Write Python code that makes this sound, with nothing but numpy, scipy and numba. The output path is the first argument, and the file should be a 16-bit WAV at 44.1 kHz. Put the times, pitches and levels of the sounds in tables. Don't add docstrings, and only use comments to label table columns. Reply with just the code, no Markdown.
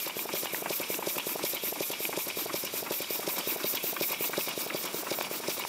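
import sys
import numpy as np
from scipy import signal
from scipy.fft import rfft, irfft
from scipy.io import wavfile
from scipy.ndimage import uniform_filter1d
from numba import njit

SR = 44100
rng = np.random.default_rng(int(sys.argv[2]) if len(sys.argv) > 2 else 0)


def int16_out(signal):
    q = np.round(np.clip(np.atleast_2d(signal).T, -1, 1) * 32767)
    wavfile.write(sys.argv[1], SR, q.astype(np.int16))


def gain_from_db(level_db):
    decades = np.asarray(level_db, float) / 20
    return 10 ** decades


N = 250488

# time in seconds, turns made.
CRANK_S_TURNS = [(-0.0282, 0), (1.4402, 4), (2.1758, 6), (4.0122, 11), (5.1159, 14), (5.4853, 15),
                 (5.856, 16)]
# time in seconds, gland, cylinders, exhaust pipe and frame levels in dB.
DRIFT_S_DB = [(0.0, -1.5, 1, 0.5, -1.5), (0.3, -0.5, 0.9, -.5, 0), (1.0, .2, 1.5, 0, -0.5),
              (1.6, 1, 1.6, 1.6, -1), (2.3, -1, 1, 1, -2), (3.1, .5, 1, 2.5, -1), (3.5, 2.5, 3, 4, 2),
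              (3.8, 4.5, 1.5, 3, 0.5), (4.3, 3, 2.5, 2, 0), (4.47, -2.3, 0.9, 1.5, -0.5),
              (5.05, -1, 0.4, 1.5, 1.5), (5.68, -2.5, 0.5, 2.5, 0.5)]

# frequency in Hz, level in dB.
DRAUGHT_HZ_DB = [(20, -11), (60, -10.5), (110, 3), (200, -36)]
DRAUGHT_DB, SWELL_S, SWELL_SPREAD_S, SWELL_DB = -72, 2.75, .3, 6.4
SHOP_T60_S, SHOP_DB = .5, -21

# frequency in Hz, density in dB per Hz.
FRAME_HZ_DB = [(18, -65), (30, -43), (49, -66), (160, -7), (346, -2.5), (532, -5), (592, -2.5), (762, -8),
               (998, -4), (1650, -10.5), (2010, -11.5), (2200, -21), (2860, -13.5), (4840, -120)]
# crank angle in degrees, spread in degrees, rise in dB.
SHAKES_DEG_DB = [(14.7, 13.6, 4.5), (87, 0.6, 5), (114.3, 19.6, 6), (229, 22, 3.5), (328, 17.3, 4.5)]
RUMBLE_DB = -47

STROKES_DEG = [
    (2, 97.5),
    (175, 279),
]
PRESSURE_ROUNDNESS = .53
# time in seconds, centre in Hz.
JET_S_HZ = [(0.0, 13300), (1.28, 13200), (1.93, 12900), (2.72, 13250), (3.95, 13800), (4.37, 13800),
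            (4.63, 13700), (5.01, 14100), (5.68, 14200)]
# frequency in Hz, level in dB.
PORTS_HZ_DB = [(4800, -17), (5800, 0), (6400, -3), (7300, 0.5), (8200, -2), (9800, 0.5), (11500, -1.5),
               (12800, 0.5)]
# centre in Hz, width in Hz, level in dB.
PIPE_HZ_DB = [(3780, 315, 2), (4670, 175, 1.5), (5350, 640, 0.5), (4200, 340, -9.5), (4160, 4160, -4)]
# centre in Hz, width in Hz, level in dB.
CHEST_HZ_DB = [(2260, 180, 2), (2420, 92, 1.5), (2620, 78, 0), (2878, 86, -2), (3307, 210, -3),
               (2850, 1200, -11.5)]
# crank angle in degrees, spread in degrees, rise in dB.
GLAND_PUFFS_DEG_DB = [(107.7, 5.1, 17.5), (291, 4.5, 7.5), (364, 7.4, 7), (320, 23, 3), (78, 9.2, 0.5)]
# crank angle in degrees, spread in degrees, rise in dB.
PORT_PUFFS_DEG_DB = [(11, 3.3, 2.5), (88, 5, 1.3), (104.5, 6.4, 7.7), (202, 3, 1.3), (269, 4.5, 3),
                     (330, 24, 1.1), (358, 6, 7.6)]
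# crank angle in degrees, spread in degrees, rise in dB.
PIPE_PUFFS_DEG_DB = [(14.3, 8.9, 8.8), (91.5, 4.7, 8.2), (105.4, 5, 7.3), (122, 8.8, 5.6), (150, 10.5, 1.9),
                     (193, 3.1, 4.9), (231, 15, 2.9), (287, 1.4, 4.3), (322, 1.4, 1.1), (355, 5.1, 11.7)]
# crank angle in degrees, spread in degrees, rise in dB.
CHEST_PUFFS_DEG_DB = [(17, 8.6, 6.2), (29, 5.1, 8.4), (88, 8.1, 3.7), (107, 6.6, 6.6), (126.5, 5, 9.1),
                      (164, 25, 3.7), (223, 16.7, 4.8), (286, 2.9, 4.4), (319, 5.5, 2.5), (349, 8.5, 6.9)]
# crank angle in degrees, spread in degrees, change in dB.
HISS_DIPS_DEG_DB = [(4, 2.6, -6), (97.4, 3.3, -3.5), (282.7, 3.1, -4)]
PUFF_LEAN = .25
STROKE_DB = .5

# time in seconds, rod level in dB, pin level in dB, pin pitch in Hz.
CLACKS_S_DB_HZ = [(0.076, -25, -26, 2800), (0.0987, -31, -24, 2820), (0.1926, -28, -17.5, 2380),
                  (0.3541, -30, -35, 2610), (0.4578, -20, -17, 2500), (0.5466, -25, -14.5, 1900),
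                  (0.9442, -33, -19, 2720), (1.1819, -19.5, -30, 2700), (1.1854, -30, -17, 2650),
                  (1.198, -30, -19, 2900), (1.2933, -26, -23, 2500), (1.5682, -48, -26, 3220),
                  (1.9351, -26, -25, 2720), (2.0531, -30.5, -12, 2440), (2.191, -28, -42, 2772),
                  (2.3018, -27, -20, 2530), (3.158, -30, -25, 2800), (3.3819, -22, -23, 2520),
                  (3.5038, -37, -23, 2600), (3.6413, -44, -24.5, 3900), (3.7722, -43, -19.5, 3300),
                  (4.1316, -19, -22, 2340), (4.2405, -26, -26, 2840), (4.2466, -28, -20, 2720),
                  (4.4094, -44, -22.5, 2620), (4.4833, -22, -24, 2250), (5.187, -25, -22, 2440),
                  (5.2115, -13.5, -11, 2380), (5.6384, -29, -18, 2480), (5.651, -15.5, -25, 2610)]
# crank angle in degrees, rod level in dB, pin level in dB, pin pitch in Hz.
TICKS_DEG_DB_HZ = [(14.93, -32, -37, 3400), (28.9, -46, -36.5, 2800), (130.8, -39.5, -25.5, 2950),
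                   (351, -52, -62, 2850), (357.7, -35, -28.5, 5000), (11.82, -42, -35, 5800),
                   (107.7, -39, -32, 7300)]
# time in seconds, level in dB, pitch in Hz, decay time T60 in seconds.
KNOCKS_S_DB_HZ_S = [(0.5468, -27, 1340, 0.0043), (3.406, -37, 1000, 0.0089), (5.188, -22, 610, 0.014),
                    (5.243, -31, 1030, 0.016), (5.27, -28, 806, 0.011), (5.5993, -26, 990, 0.016),
                    (5.62, -39, 800, 0.011), (5.6533, -33, 1010, .012)]
TICK_SPREAD_DEG, TICK_SPREAD_DB = 1.964, -0.5
ROD_HZ, LINK_T60_S = 980, .0099
CHOKE_DB_PER_DB = .36

# time in seconds, peak in dB, pitch in Hz, brightness in dB.
RATTLES_S_DB_HZ = [(0.29, -20.5, 830, -18), (0.659, -15.5, 830, -18), (1.025, -20, 850, -21),
                   (1.392, -20, 820, -38), (1.758, -21.5, 860, -30), (2.128, -16.5, 910, -19.5),
                   (2.496, -19.5, 1090, -19), (2.863, -20.5, 1110, -15), (3.229, -24, 1040, -26),
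                   (3.6, -23.5, 1210, -16), (3.965, -18.5, 1180, -15.5), (4.333, -19.5, 1180, -9.5),
                   (4.7, -28, 1770, -3), (5.068, -21, 930, -17), (5.437, -19.5, 1000, -18)]

# time in seconds, strong pair in dB, weak pair in dB.
LOAD_S_DB = [(0, 0, 0), (1, 1, 2), (2, 0.5, 1), (3, 0, 0.5), (4, 2, -1), (5, 2, -2), (5.68, -0.5, -3)]
# crank angle in degrees, signed peak, pitch in Hz, length in ms, weak pair 0-1.
SLUGS_DEG_HZ_MS = [
    (0, .096, 490, 1.05, 0),
    (4.15, -.064, 540, .9, 0),
    (93.5, .048, 490, 1.05, 1),
    (97.9, -.027, 540, .9, 1),
    (193.2, .068, 490, 1.05, 0),
    (197.05, -.016, 540, .9, 0),
    (277.75, .043, 490, 1.0, 1),
    (281.4, -.056, 680, .75, 1),
    (241.4, -.012, 360, 5.5, 0),
    (329, -.012, 360, 4.5, 0),
]

# start in seconds, end in seconds, side over mid in dB.
APART_S_DB = [(0.0, 0.032, -15), (0.04, 0.117, -12), (0.258, 0.566, -16.5), (0.66, 0.707, -15),
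              (0.829, 1.057, -16), (1.194, 1.334, -18), (1.367, 1.418, -12.5), (1.7, 2.022, -17.5),
              (2.063, 2.19, -18.5), (2.272, 2.53, -18), (2.561, 2.655, -20), (2.727, 2.859, -16),
              (2.98, 3.25, -16), (3.293, 3.302, -16), (3.39, 3.514, -16.5), (3.651, 3.743, -14),
              (4.046, 4.145, -20), (4.203, 4.28, -15), (4.303, 4.412, -17), (4.453, 4.568, -15),
              (4.712, 4.827, -15.5), (4.846, 4.856, -12), (5.006, 5.265, -19), (5.41, 5.558, -18.5),
              (5.592, 5.733, -14)]
# frequency in Hz, level in dB.
APART_HZ_DB = [(30, 1), (120, 3), (300, -3.5), (1000, 0), (5000, 2), (9000, 3), (13000, 0)]
APART_PATCHY_DB = 3


def level(x):
    return x / np.sqrt(np.mean(x ** 2))


def curve(table):
    s, *columns = np.transpose(table)
    return [np.interp(np.arange(N) / SR, s, c) for c in columns]


def marks():
    s, turns = np.transpose(CRANK_S_TURNS)
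    return np.interp(np.arange(turns[-1] + 1), turns, s)


def swells(deg, table, lean=0.):
    out = 0
    for at, spread, db in table:
        late = (deg - at + lean * spread + 180) % 360 - 180
        width = spread * (1 + lean * np.sign(late))
        out = out + db * np.exp(-.5 * (late / width) ** 2)
    return out


def add(out, s, sound):
    i = int(round(s * SR))
    a, b = max(i, 0), min(i + len(sound), N)
    if a < b:
        out[a:b] += sound[a - i:b - i]


def walk(rate_hz):
    k = int(SR / rate_hz)
    return level(uniform_filter1d(np.repeat(rng.standard_normal(N // k + 1), k), k)[:N])


def coloured(points):
    f = np.fft.rfftfreq(N, 1 / SR) + 1
    hz, db = np.transpose(points)
    gain = gain_from_db(np.interp(np.log(f), np.log(hz), db, left=-99, right=-99))
    return level(irfft(rfft(rng.standard_normal(N)) * gain, N))


@njit
def svf(x, hz, width):
    y, b, l = np.empty(len(x)), 0., 0.
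    for i in range(len(x)):
        g, k = np.tan(np.pi * hz[i] / SR), width / hz[i]
        v = (b + g * (x[i] - l)) / (1 + g * (g + k))
        b, l, y[i] = 2 * v - b, l + 2 * g * v, k * v
    return y


def humps(modes):
    out = 0
    for hz, width, db in modes:
        drive = gain_from_db(db + 2.4 * np.clip(walk(35.), -2.5, 1.6)) * rng.standard_normal(N)
        centre = np.full(N, 1. * hz)
        out = out + svf(svf(drive, centre, 1.55 * width), centre, 1.55 * width)
    return level(out)


def ring(hz, t60, t):
    return -np.sin(2 * np.pi * hz * t) * (1 - np.exp(-t / .00036)) * np.exp(-np.log(1000) * t / t60)


def draught():
    swell = np.exp(-.5 * ((np.arange(N) / SR - SWELL_S) / SWELL_SPREAD_S) ** 2)
    return gain_from_db(DRAUGHT_DB + SWELL_DB * swell + 2.1 * walk(8.3)) * coloured(DRAUGHT_HZ_DB)


def shop(x):
    t = np.arange(int(SHOP_T60_S * SR)) / SR
    cloud = rng.standard_normal(len(t)) * np.exp(-np.log(1000) * t / SHOP_T60_S) * (t > .003)
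    return gain_from_db(SHOP_DB) * signal.fftconvolve(x, cloud / np.sqrt(np.sum(cloud ** 2)))[:N]


def frame(deg):
    swell_db = swells(deg, SHAKES_DEG_DB)
    uneven_db = .12 * swell_db * walk(11.) + 1.8 * walk(130.)
    near_db = curve(DRIFT_S_DB)[3]
    return gain_from_db(RUMBLE_DB + near_db + swell_db + uneven_db) * coloured(FRAME_HZ_DB)


def gland_jet():
    jet_hz, = curve(JET_S_HZ)
    return level(svf(svf(rng.standard_normal(N), jet_hz, 5900.), 1.046 * jet_hz, 5700.))


def hiss(deg):
    pressure = 0
    for opens, shuts in STROKES_DEG:
        stroke = np.clip((deg - opens) % 360 / (shuts - opens), 0, 1)
        pressure = pressure + np.sin(np.pi * stroke).clip(0) ** PRESSURE_ROUNDNESS
    gland_db, block_db, pipe_db, _ = curve(DRIFT_S_DB)
    port_db = block_db + STROKE_DB * walk(6.3)
    pipe_db = pipe_db + STROKE_DB * walk(8.6)
    chest_db = block_db + STROKE_DB * walk(8.)
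    # noise, level with valves shut dB, rise under pressure dB, puffs, nearness dB, flutter dB
    escapes = [(gland_jet(), -50, 14.5, GLAND_PUFFS_DEG_DB, gland_db, 1. * walk(150.)),
               (coloured(PORTS_HZ_DB), -49, 7, PORT_PUFFS_DEG_DB, port_db, 1.5 * walk(90.)),
               (humps(PIPE_HZ_DB), -49, 3, PIPE_PUFFS_DEG_DB, pipe_db, .9 * walk(120.)),
               (humps(CHEST_HZ_DB), -50, -.36, CHEST_PUFFS_DEG_DB, chest_db, 1.1 * walk(120.))]
    shared_db = swells(deg, HISS_DIPS_DEG_DB) + .7 * walk(25.)
    out = np.zeros(N)
    for noise, shut_db, rise_db, puffs, near_db, flutter_db in escapes:
        valve_db = shut_db + rise_db * pressure + swells(deg, puffs, PUFF_LEAN)
        out += gain_from_db(valve_db + shared_db + near_db + flutter_db) * noise
    return out


def clacks():
    out, t, turns = np.zeros(N), np.arange(2500) / SR, marks()
    lead_s = .0006
    for s, db, hz, t60 in KNOCKS_S_DB_HZ_S:
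        add(out, s - lead_s, gain_from_db(db + 3.5) * ring(hz, t60, t))
    blows = list(CLACKS_S_DB_HZ)
    for start, end in zip(turns, turns[1:]):
        for deg, rod_db, pin_db, hz in TICKS_DEG_DB_HZ:
            a, b, c = rng.standard_normal(3)
            s = start + (end - start) * (deg + TICK_SPREAD_DEG * a) / 360
            blows.append((s, rod_db + TICK_SPREAD_DB * b, pin_db + TICK_SPREAD_DB * b, hz * (1 + .034 * c)))
    for s, rod_db, pin_db, pin_hz in blows:
        t60 = min(LINK_T60_S * gain_from_db(-CHOKE_DB_PER_DB * (rod_db + 26.5)), .024)
        rod = ring(ROD_HZ, .9 * t60, t)
        pin = .7 * ring(pin_hz, t60, t) + .5 * ring(1.24 * pin_hz, .55 * t60, t)
        snap = ring(1650, .004, t)
        blow = gain_from_db(rod_db + 3.5) * rod + gain_from_db(pin_db + 1.5) * pin
        add(out, s - lead_s, blow + gain_from_db((rod_db + pin_db) / 2 + 1.5) * snap)
    return out


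def rattles():
    out, t = np.zeros(N), np.arange(800) / SR
    for s, db, hz, bright_db in RATTLES_S_DB_HZ:
        gaps, sizes, places = rng.random((3, 8))
        sizes[0] = 1
        lags_s = .00016 + .0023 * (np.cumsum(gaps) - gaps[0])
        for lag, size, place in zip(lags_s, sizes, places):
            low = ring(hz * (.91 + .24 * place), .0074, t)
            high = gain_from_db(bright_db + 7.5) * ring(1300 + 1500 * place, .02, t)
            add(out, s + lag, gain_from_db(db - 2 - 380 * lag) * (.32 + .58 * size) * (low + high))
        add(out, s + .00025, gain_from_db(db) * ring(1650, .0019, t))
    return out


def exhaust():
    out, half, turns = np.zeros(N), 1024, marks()
    t = np.arange(-half, half) / SR
    when, strong_db, weak_db = np.transpose(LOAD_S_DB)
    thump = .12 * np.exp(-.5 * ((t - .001) / .0026) ** 2) * np.cos(2 * np.pi * 185 * (t - .001))
    for start, end in zip(turns, turns[1:]):
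        for deg, peak, hz, ms, weak in SLUGS_DEG_HZ_MS:
            db_chance, hz_chance = rng.standard_normal(2)
            s = start + (end - start) * deg / 360
            db = np.interp(s, when, strong_db + weak * (weak_db - strong_db)) + min(ms, 1.5) * db_chance
            shape = np.exp(-.5 * (1e3 * t / (ms * np.where(t < 0, .8, 1.2))) ** 2)
            cycles = hz * (1 + .015 * hz_chance) * t * np.where(t < 0, 1, .85)
            slug = peak * shape * np.cos(2 * np.pi * cycles)
            add(out, s - half / SR, gain_from_db(db) * (slug + max(peak, 0) * thump))
    return out


def scene():
    deg = 360 * curve(CRANK_S_TURNS)[0] % 360
    hits = exhaust() + rattles() + clacks()
    hits = signal.sosfiltfilt(signal.butter(2, 85, "high", fs=SR, output="sos"), hits)
    mid = draught() + shop(hits) + frame(deg) + hiss(deg) + hits
    return np.array([mid, mid])


def parting(mid):
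    gate, block = np.zeros(N), 1024
    for start, end, db in APART_S_DB:
        gate[int(start * SR) + block // 2:int(end * SR) - block // 2] = gain_from_db(db - 1)
    hz, _, blocks = signal.stft(mid, fs=SR, nperseg=2 * block)
    patches = rng.standard_normal((len(hz) // 24 + 1, blocks.shape[1]))
    patches = np.repeat(patches, 24, axis=0)[:len(hz)]
    tone_hz, tone_db = np.transpose(APART_HZ_DB)
    tone = np.interp(np.log(hz + 1), np.log(tone_hz), tone_db)[:, None]
    phases = np.exp(2j * np.pi * rng.random(blocks.shape))
    grain = signal.istft(gain_from_db(tone + APART_PATCHY_DB * patches) * blocks * phases)[1][:N]
    return uniform_filter1d(gate, block) * grain * np.sqrt(np.mean(mid ** 2) / np.mean(grain ** 2))


def low_pass(x):
    return signal.sosfilt(signal.butter(12, 16100, fs=SR, output="sos"), x)


def record(dry):
    rounded = .3 * np.tanh(dry[0] / .3)
    mid = signal.sosfilt(signal.ellip(12, .3, 70, 15680, fs=SR, output="sos"), rounded)
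    side = parting(mid)
    return low_pass(np.array([mid + side, mid - side]))


dry = scene()
out = record(dry)
int16_out(out)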